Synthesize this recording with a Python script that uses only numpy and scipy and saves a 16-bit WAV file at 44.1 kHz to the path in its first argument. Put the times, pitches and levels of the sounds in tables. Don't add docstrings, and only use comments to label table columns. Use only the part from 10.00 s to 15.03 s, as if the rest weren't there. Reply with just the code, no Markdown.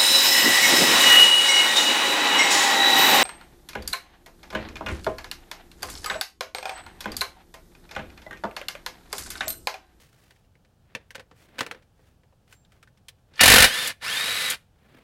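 import sys
import numpy as np
from scipy import signal
from scipy.fft import rfft, irfft
from scipy.io import wavfile

SR = 44100
rng = np.random.default_rng(int(sys.argv[2]) if len(sys.argv) > 2 else 0)


def int16_out(signal):
    q = np.round(np.clip(np.atleast_2d(signal).T, -1, 1) * 32767)
    wavfile.write(sys.argv[1], SR, q.astype(np.int16))


N = 221965
TIME = np.arange(N) / SR

# start in seconds, base level in dB,
# hardness in dB, centre of the ring in Hz, base level of the ring in dB against the knock.
KNOCKS = [(0.3073, -43, 1, 2140, -20), (0.362, -55, 3, 2230, -12), (0.5535, -56.5, -8, 1920, -2),
          (0.6488, -53, -3, 2210, -14), (0.95, -22, -1.5, 2650, -6.5), (1.1061, -37, 6.5, 1670, -7),
          (1.1484, -34, -5.5, 1640, -13), (1.1536, -27.5, 3.5, 1700, -11), (1.1798, -41, -12, 2360, -10),
          (1.1959, -32.5, -3, 1560, -12.5), (1.3122, -44.5, -11, 1170, -3), (1.5835, -30.5, 4, 1500, -3.5),
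          (1.5896, -19.5, 2, 2560, -10), (1.6072, -13, -0.5, 1230, -7.5), (1.6304, -30, -1, 1040, -9),
          (1.664, -25.5, -0.5, 1250, -10), (1.712, -24.5, -2, 1490, -5.5), (1.7465, -40.5, -11, 1530, -4),
          (1.8232, -52, 1, 1790, -9), (1.993, -62, -23, 1042, -9), (2.2339, -56, -11, 1010, -8),
          (2.325, -62, -15, 1010, -1), (2.478, -54.5, 5, 1750, -8), (2.5261, -43.5, 11, 1530, -11),
          (2.649, -57.5, 3, 3900, -4), (2.7202, -49.5, 5, 1790, -8), (2.8282, -43, 6, 1410, -2),
          (2.8741, -51.5, 1, 1540, 1), (2.974, -53.5, 4, 2650, -12), (3.0837, -39.5, 17, 3190, -8),
          (3.3375, -50.5, -2, 4160, -1), (3.357, -52, 2, 4950, 2)]
CREEP_START_S, CREEP_END_S, CREEP_HZ = 3.328, 3.39, 1950
BOLT_FREE_S = 3.672
BRAKE_S = 0.095
EASE_S = 0.02


def from_db(db):
    return 10 ** (np.asarray(db) / 20)


def rms_one(x):
    return x / np.sqrt(np.mean(x ** 2) + 1e-20)


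def noise():
    return rng.standard_normal(N)


def band(x, hz, kind, order=2):
    return signal.sosfilt(signal.butter(order, hz, kind, fs=SR, output="sos"), x)


def drift(hz):
    return rms_one(band(noise(), hz, "low"))


def coloured(x, spectrum, size=8192):
    hz, db = np.transpose(spectrum)
    bin_hz = np.arange(size // 2 + 1) * SR / size
    gain = from_db(np.interp(np.log(bin_hz + 1), np.log(hz), db))
    cepstrum = irfft(np.log(rms_one(gain)))
    cepstrum[1:size // 2] *= 2
    cepstrum[size // 2 + 1:] = 0
    impulse = irfft(np.exp(rfft(cepstrum)))
    return signal.fftconvolve(x, impulse)[:N]


def steel(x, width_hz):
    # pitch in Hz, relative level in dB.
    steel_modes = [(1499, 2.5), (1604, -2), (1784, 4.5), (1951, -2), (2368, 1.5), (2629, -1), (2847, 6),
                   (2998, -7), (3081, -5), (3186, -10), (3278, -6.5), (3442, -11.5), (3644, -2),
                   (3752, -6.5), (4190, -8.5), (4403, -9.5), (4551, -5.5), (5477, -5)]
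    out = np.zeros(N)
    r = np.exp(-np.pi * width_hz / SR)
    for k, (hz, db) in enumerate(steel_modes):
        feedback = [1, -2 * r * np.cos(2 * np.pi * hz / SR), r * r]
        ring = signal.lfilter([1 - r, 0, r - 1], feedback, x)
        out += (-1) ** k * from_db(db) * ring
    return out


def bursts(times, levels_db, t60, tail_db, tail_t60):
    power = np.zeros(N)
    power[np.round(np.asarray(times) * SR).astype(int)] = from_db(levels_db) ** 2

    def fading(seconds):
        kept_per_sample = from_db(-60 / (seconds * SR)) ** 2
        return signal.lfilter([1], [1, -kept_per_sample], power + 1e-18)

    return noise() * np.sqrt(fading(t60) + from_db(tail_db) ** 2 * fading(tail_t60))


def still_air():
    # frequency in Hz, relative level per hertz in dB.
    air_colour = [(12, -43), (20, -10), (74, -3), (137, -4.5), (317, -20.5), (524, -21), (843, -22.5),
                  (996, -28.5), (1690, -31), (1950, -38), (3040, -34), (3400, -36), (15800, -45.5)]
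    return from_db(-61) * coloured(noise(), air_colour)


def rustle():
    # frequency in Hz, relative level per hertz in dB.
    rustle_colour = [(120, -36.5), (200, 3.5), (268, -1), (537, -5.5), (848, -12), (1790, -10.5),
                     (5370, -21), (11200, -28), (15800, -31)]
    # middle in seconds, half-length in seconds, base level in dB, adjustment of the hiss in dB.
    moves = [(0.01, 0.05, -68.5, 9), (0.22, 0.16, -67.5, 0.5), (0.96, 0.089, -62.5, -22),
             (1.416, 0.056, -65, 1), (1.64, 0.13, -52, -14), (2.062, 0.089, -73, -1),
             (2.524, 0.04, -70, 4.5), (2.754, 0.044, -66.5, -7), (3.36, 0.06, -62.5, -21),
             (4.976, 0.16, -58, -12)]
    grain = coloured(noise() * from_db(2.4 * drift(60)), rustle_colour)
    low = band(grain, [250, 5000], "band")
    high = from_db(10.5) * band(grain, 4000, "high", order=1)
    out = np.zeros(N)
    for s, half, db, hiss_db in moves:
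        swell = np.exp(-((TIME - s) / half) ** 2)
        out += from_db(db) * swell * (low + from_db(hiss_db) * high)
    return out


def knocks():
    # frequency in Hz, relative level per hertz in dB.
    knock_colour = [(59, -31.5), (100, -10.5), (396, -12), (511, -0.5), (717, -11.5), (868, -8),
                    (1410, -13), (1540, -6), (1940, -6), (7370, -23), (9300, -23.5), (15800, -34)]
    thud_base_db, tick_base_db = -18, -19.5
    s, db, hard_db = np.vstack([[row[:3] for row in KNOCKS], fidgets()]).T
    contacts = np.column_stack([s, db, db + thud_base_db - hard_db, db + tick_base_db + hard_db])
    s, db, thud_db, tick_db = bouncing(contacts, bounce_db=-7.5, spread=0.006).T
    clack = bursts(s, db, t60=0.027, tail_db=-14.0, tail_t60=0.1) * from_db(0.42 * drift(340))
    thud = bursts(s, thud_db, t60=0.074, tail_db=-10.5, tail_t60=0.19)
    tick = bursts(s, tick_db, t60=0.037, tail_db=-18.5, tail_t60=0.07)
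    contact = from_db(-5.5) * band(clack, [800, 7000], "band")
    contact += from_db(7.5) * band(thud, 700, "low")
    contact += from_db(12.0) * band(tick, 3700, "high")
    ring = from_db(-12.5) * steel(clack, width_hz=45)
    return coloured(contact, knock_colour) + ring + clinks(t60=0.036, breadth=0.22)


def fidgets(count=40):
    per_second, middle_db, spread_db = 2.3, -64.5, 3.5
    wait, size, hardness = rng.random((count, 3)).T
    s = np.cumsum(-np.log(1 - wait) / per_second)
    level_db = middle_db + spread_db * (2 * size - 1)
    hard_db = 6 * (2 * hardness - 1)
    return np.column_stack([s, level_db, hard_db])[s < CREEP_START_S]


def bouncing(rows, bounce_db, spread, count=2):
    rows = np.array(rows, float)
    gaps = 0.0014 + spread * rng.random((len(rows), count))
    delays = gaps.cumsum(axis=1)
    touches = [rows]
    for k in range(count):
        touches.append(np.column_stack([rows[:, 0] + delays[:, k], rows[:, 1:] + (k + 1) * bounce_db]))
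    return np.vstack(touches)


def clinks(t60, breadth):
    out = np.zeros(N)
    age = TIME[:SR // 8]
    ratio = 1 + breadth
    for s, db, _, hz, ring_db in KNOCKS:
        at = round(s * SR)
        cluster = rms_one(band(rng.standard_normal(len(age)), [hz / ratio, hz * ratio], "band"))
        out[at:at + len(age)] += from_db(db + ring_db - 60 * age / t60) * cluster
    return out


def whistle():
    # time in seconds, level in dB.
    whistle_curve = [(2.52, -73), (2.57, -70), (2.655, -78)]
    s, db = np.transpose(whistle_curve)
    fade = 0.004
    gate = np.interp(TIME, [s[0] - fade, s[0], s[-1], s[-1] + fade], [0, 1, 1, 0])
    phase = 2 * np.pi * 7402 * TIME
    tone = np.sin(phase) + from_db(-16) * np.sin(2 * phase)
    return gate * from_db(np.interp(TIME, s, db)) * np.sqrt(2) * tone


def motor():
    # pressed in seconds, released in seconds,
    # free-running speed given as whine pitch in Hz.
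    pulls = [(3.375, 3.866, 3750), (3.996, 4.501, 3925)]
    # frequency in Hz, relative level per hertz in dB.
    gear_colour = [(35, -48), (60, -21.5), (156, -15), (370, -18.5), (537, -9.5), (745, -15), (817, -12),
                   (1130, -10), (1760, -3), (2750, -6), (3720, -7), (4490, -8.5), (5930, -16.5),
                   (10900, -12.5), (15800, -24)]
    full_speed_hz = 3925
    gears_db, treble_db, whine_db = -30, -2.5, -1.5
    gears_power, treble_power = 0.8, 0.8
    drag_db, drag_s = 1, 0.22
    brake_load_db, brake_whine_db = 2.5, -9
    lash_hz, lash_steepness, rolling_db = 1150, 5, -18

    creep = (CREEP_START_S, CREEP_END_S, CREEP_HZ)
    pitch = np.max([pull(*row) for row in pulls + [creep]], axis=0)
    speed = pitch / full_speed_hz + 1e-9
    braked = np.zeros(N)
    for _, released, _ in pulls:
        braked += np.interp(TIME - released, [0, EASE_S, BRAKE_S, BRAKE_S + EASE_S], [0, 1, 1, 0])
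    drag = drag_db * np.exp(-np.maximum(TIME - BOLT_FREE_S, 0) / drag_s)
    load_db = drag + brake_load_db * braked

    cycles = np.cumsum(pitch * (1 + 0.002 * drift(90))) / SR
    turning = 2 * np.pi * cycles / 37
    chatter = noise() * from_db(1.0 * np.cos(turning) + 1.2 * drift(130))
    rattle = coloured(chatter, gear_colour) + from_db(-4.0) * steel(chatter, width_hz=30)
    body = from_db(0.5) * band(rattle, 5500, "low")
    treble = from_db(treble_db) * speed ** treble_power * band(rattle, 5700, "high")
    tone = from_db(whine_db + brake_whine_db * braked) * whine(pitch, cycles)

    lash = (pitch / lash_hz) ** lash_steepness
    chattering = lash / (1 + lash) + from_db(rolling_db)
    level = from_db(gears_db + load_db) * speed ** gears_power * chattering
    return level * (body - treble + tone)


def pull(pressed, released, free_hz):
    spin_up_s, hammering_hz = 0.072, 2700
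    ease_share = 0.05
    brake_curve = 1.4

    def lag(since):
        return np.exp(-np.maximum(TIME - since, 0) / spin_up_s)

    spinning_up = free_hz * (1 - lag(pressed))
    held_back = free_hz - (free_hz - hammering_hz) * lag(BOLT_FREE_S)
    easing = 1 - ease_share * np.exp(np.minimum(TIME - released, 0) / EASE_S)
    slowing = np.clip(1 - (TIME - released) / BRAKE_S, 0, 1) ** brake_curve
    return np.minimum(spinning_up, held_back) * easing * slowing


def whine(pitch, cycles):
    # multiple of the whine pitch, base level in dB.
    orders = [(0.515, -7), (0.585, -13), (0.66, -17), (1.0, 0), (1.55, -24), (2.0, -19), (2.04, -20),
              (2.667, -25)]
    housing_hz, housing_width_hz, housing_db = 5100, 450, 10
    side_db = 8 * np.clip(np.gradient(pitch) * SR / 20000, 0, 1)
    out = np.zeros(N)
    for multiple, db in orders:
        swell_db = housing_db * np.exp(-((multiple * pitch - housing_hz) / housing_width_hz) ** 2)
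        flutter_db = 2.6 * drift(45)
        level = from_db(db + swell_db + flutter_db + side_db * (multiple != 1))
        out += level * np.sin(2 * np.pi * multiple * cycles)
    return band(out, 1400, "high")


def hammer():
    # start in seconds, base level in dB, base level in dB of the rebounds that lead into it.
    blow_rows = [(3.4092, -3, 3), (3.434, -1, 4), (3.4576, -2.5, -12.5), (3.479, 0, -7), (3.5, -3, -2.5),
                 (3.5178, 0.5, 0.5), (3.5381, 0, -2), (3.5594, -2, -5.5), (3.5817, -2, -2),
                 (3.6033, -5.5, -0.5), (3.6229, -2.5, -1), (3.6425, -4.5, 5.5)]
    # frequency in Hz, relative level per hertz in dB.
    blow_colour = [(15, -42.5), (25, -10), (72, -3.5), (161, -9.5), (241, -7.5), (361, -16), (500, -5),
                   (1150, -8), (1590, -1.5), (2810, -2.5), (3390, -7), (3680, -2.5), (6310, -12),
                   (11100, -11), (15800, -22)]
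    rebound_leads = [0.007, 0.004]
    # start in seconds, base level in dB.
    grazes = [(3.3936, -0.5), (3.66, -5.5), (3.6707, -8)]
    s, db, _ = np.transpose(blow_rows)
    blows = from_db(4.5) * bursts(s, db, t60=0.04, tail_db=-13.5, tail_t60=0.15)
    rebound_rows = [(at - lead, db) for at, _, db in blow_rows for lead in rebound_leads]
    s, db = np.transpose(rebound_rows + grazes)
    rebounds = from_db(-3.5) * bursts(s, db, t60=0.016, tail_db=-22, tail_t60=0.07)
    bright = from_db(0.5) * coloured(blows, blow_colour)
    dull = from_db(6.0) * band(steel(rebounds, width_hz=97), 3200, "low")
    ring = from_db(-0.5) * steel(blows + rebounds, width_hz=26)
    return bright + dull + ring


def braking():
    # start in seconds, base level in dB.
    clashes = [(3.8737, -19), (4.5003, -15)]
    s, db = np.transpose(clashes)
    clash = bursts(s, db, t60=0.076, tail_db=-23.5, tail_t60=0.22)
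    return band(clash, [4800, 12000], "band") + from_db(-6) * band(clash, [1500, 6000], "band")


def garage(x, near_db, near_t60, far_db, far_t60):
    def tail(t60):
        fading_noise = noise() * from_db(-60 * TIME / t60) * (TIME > 0.002)
        return rms_one(fading_noise) / np.sqrt(N)

    near = from_db(near_db) * tail(near_t60)
    far = from_db(far_db) * band(tail(far_t60), 4300, "low")
    return x + signal.fftconvolve(x, near + far)[:N]


def scene():
    dry_tool = knocks() + motor() + hammer() + braking()
    tool = garage(dry_tool, near_db=-13.0, near_t60=0.067, far_db=-23.0, far_t60=0.29)
    return (still_air() + rustle() + whistle() + tool)[None]


def record(dry, top=0.54):
    squashed = top * np.tanh(dry / top)
    return signal.sosfilt(signal.ellip(12, 0.1, 80, 15950, fs=SR, output="sos"), squashed)


dry = scene()
out = record(dry)
int16_out(out)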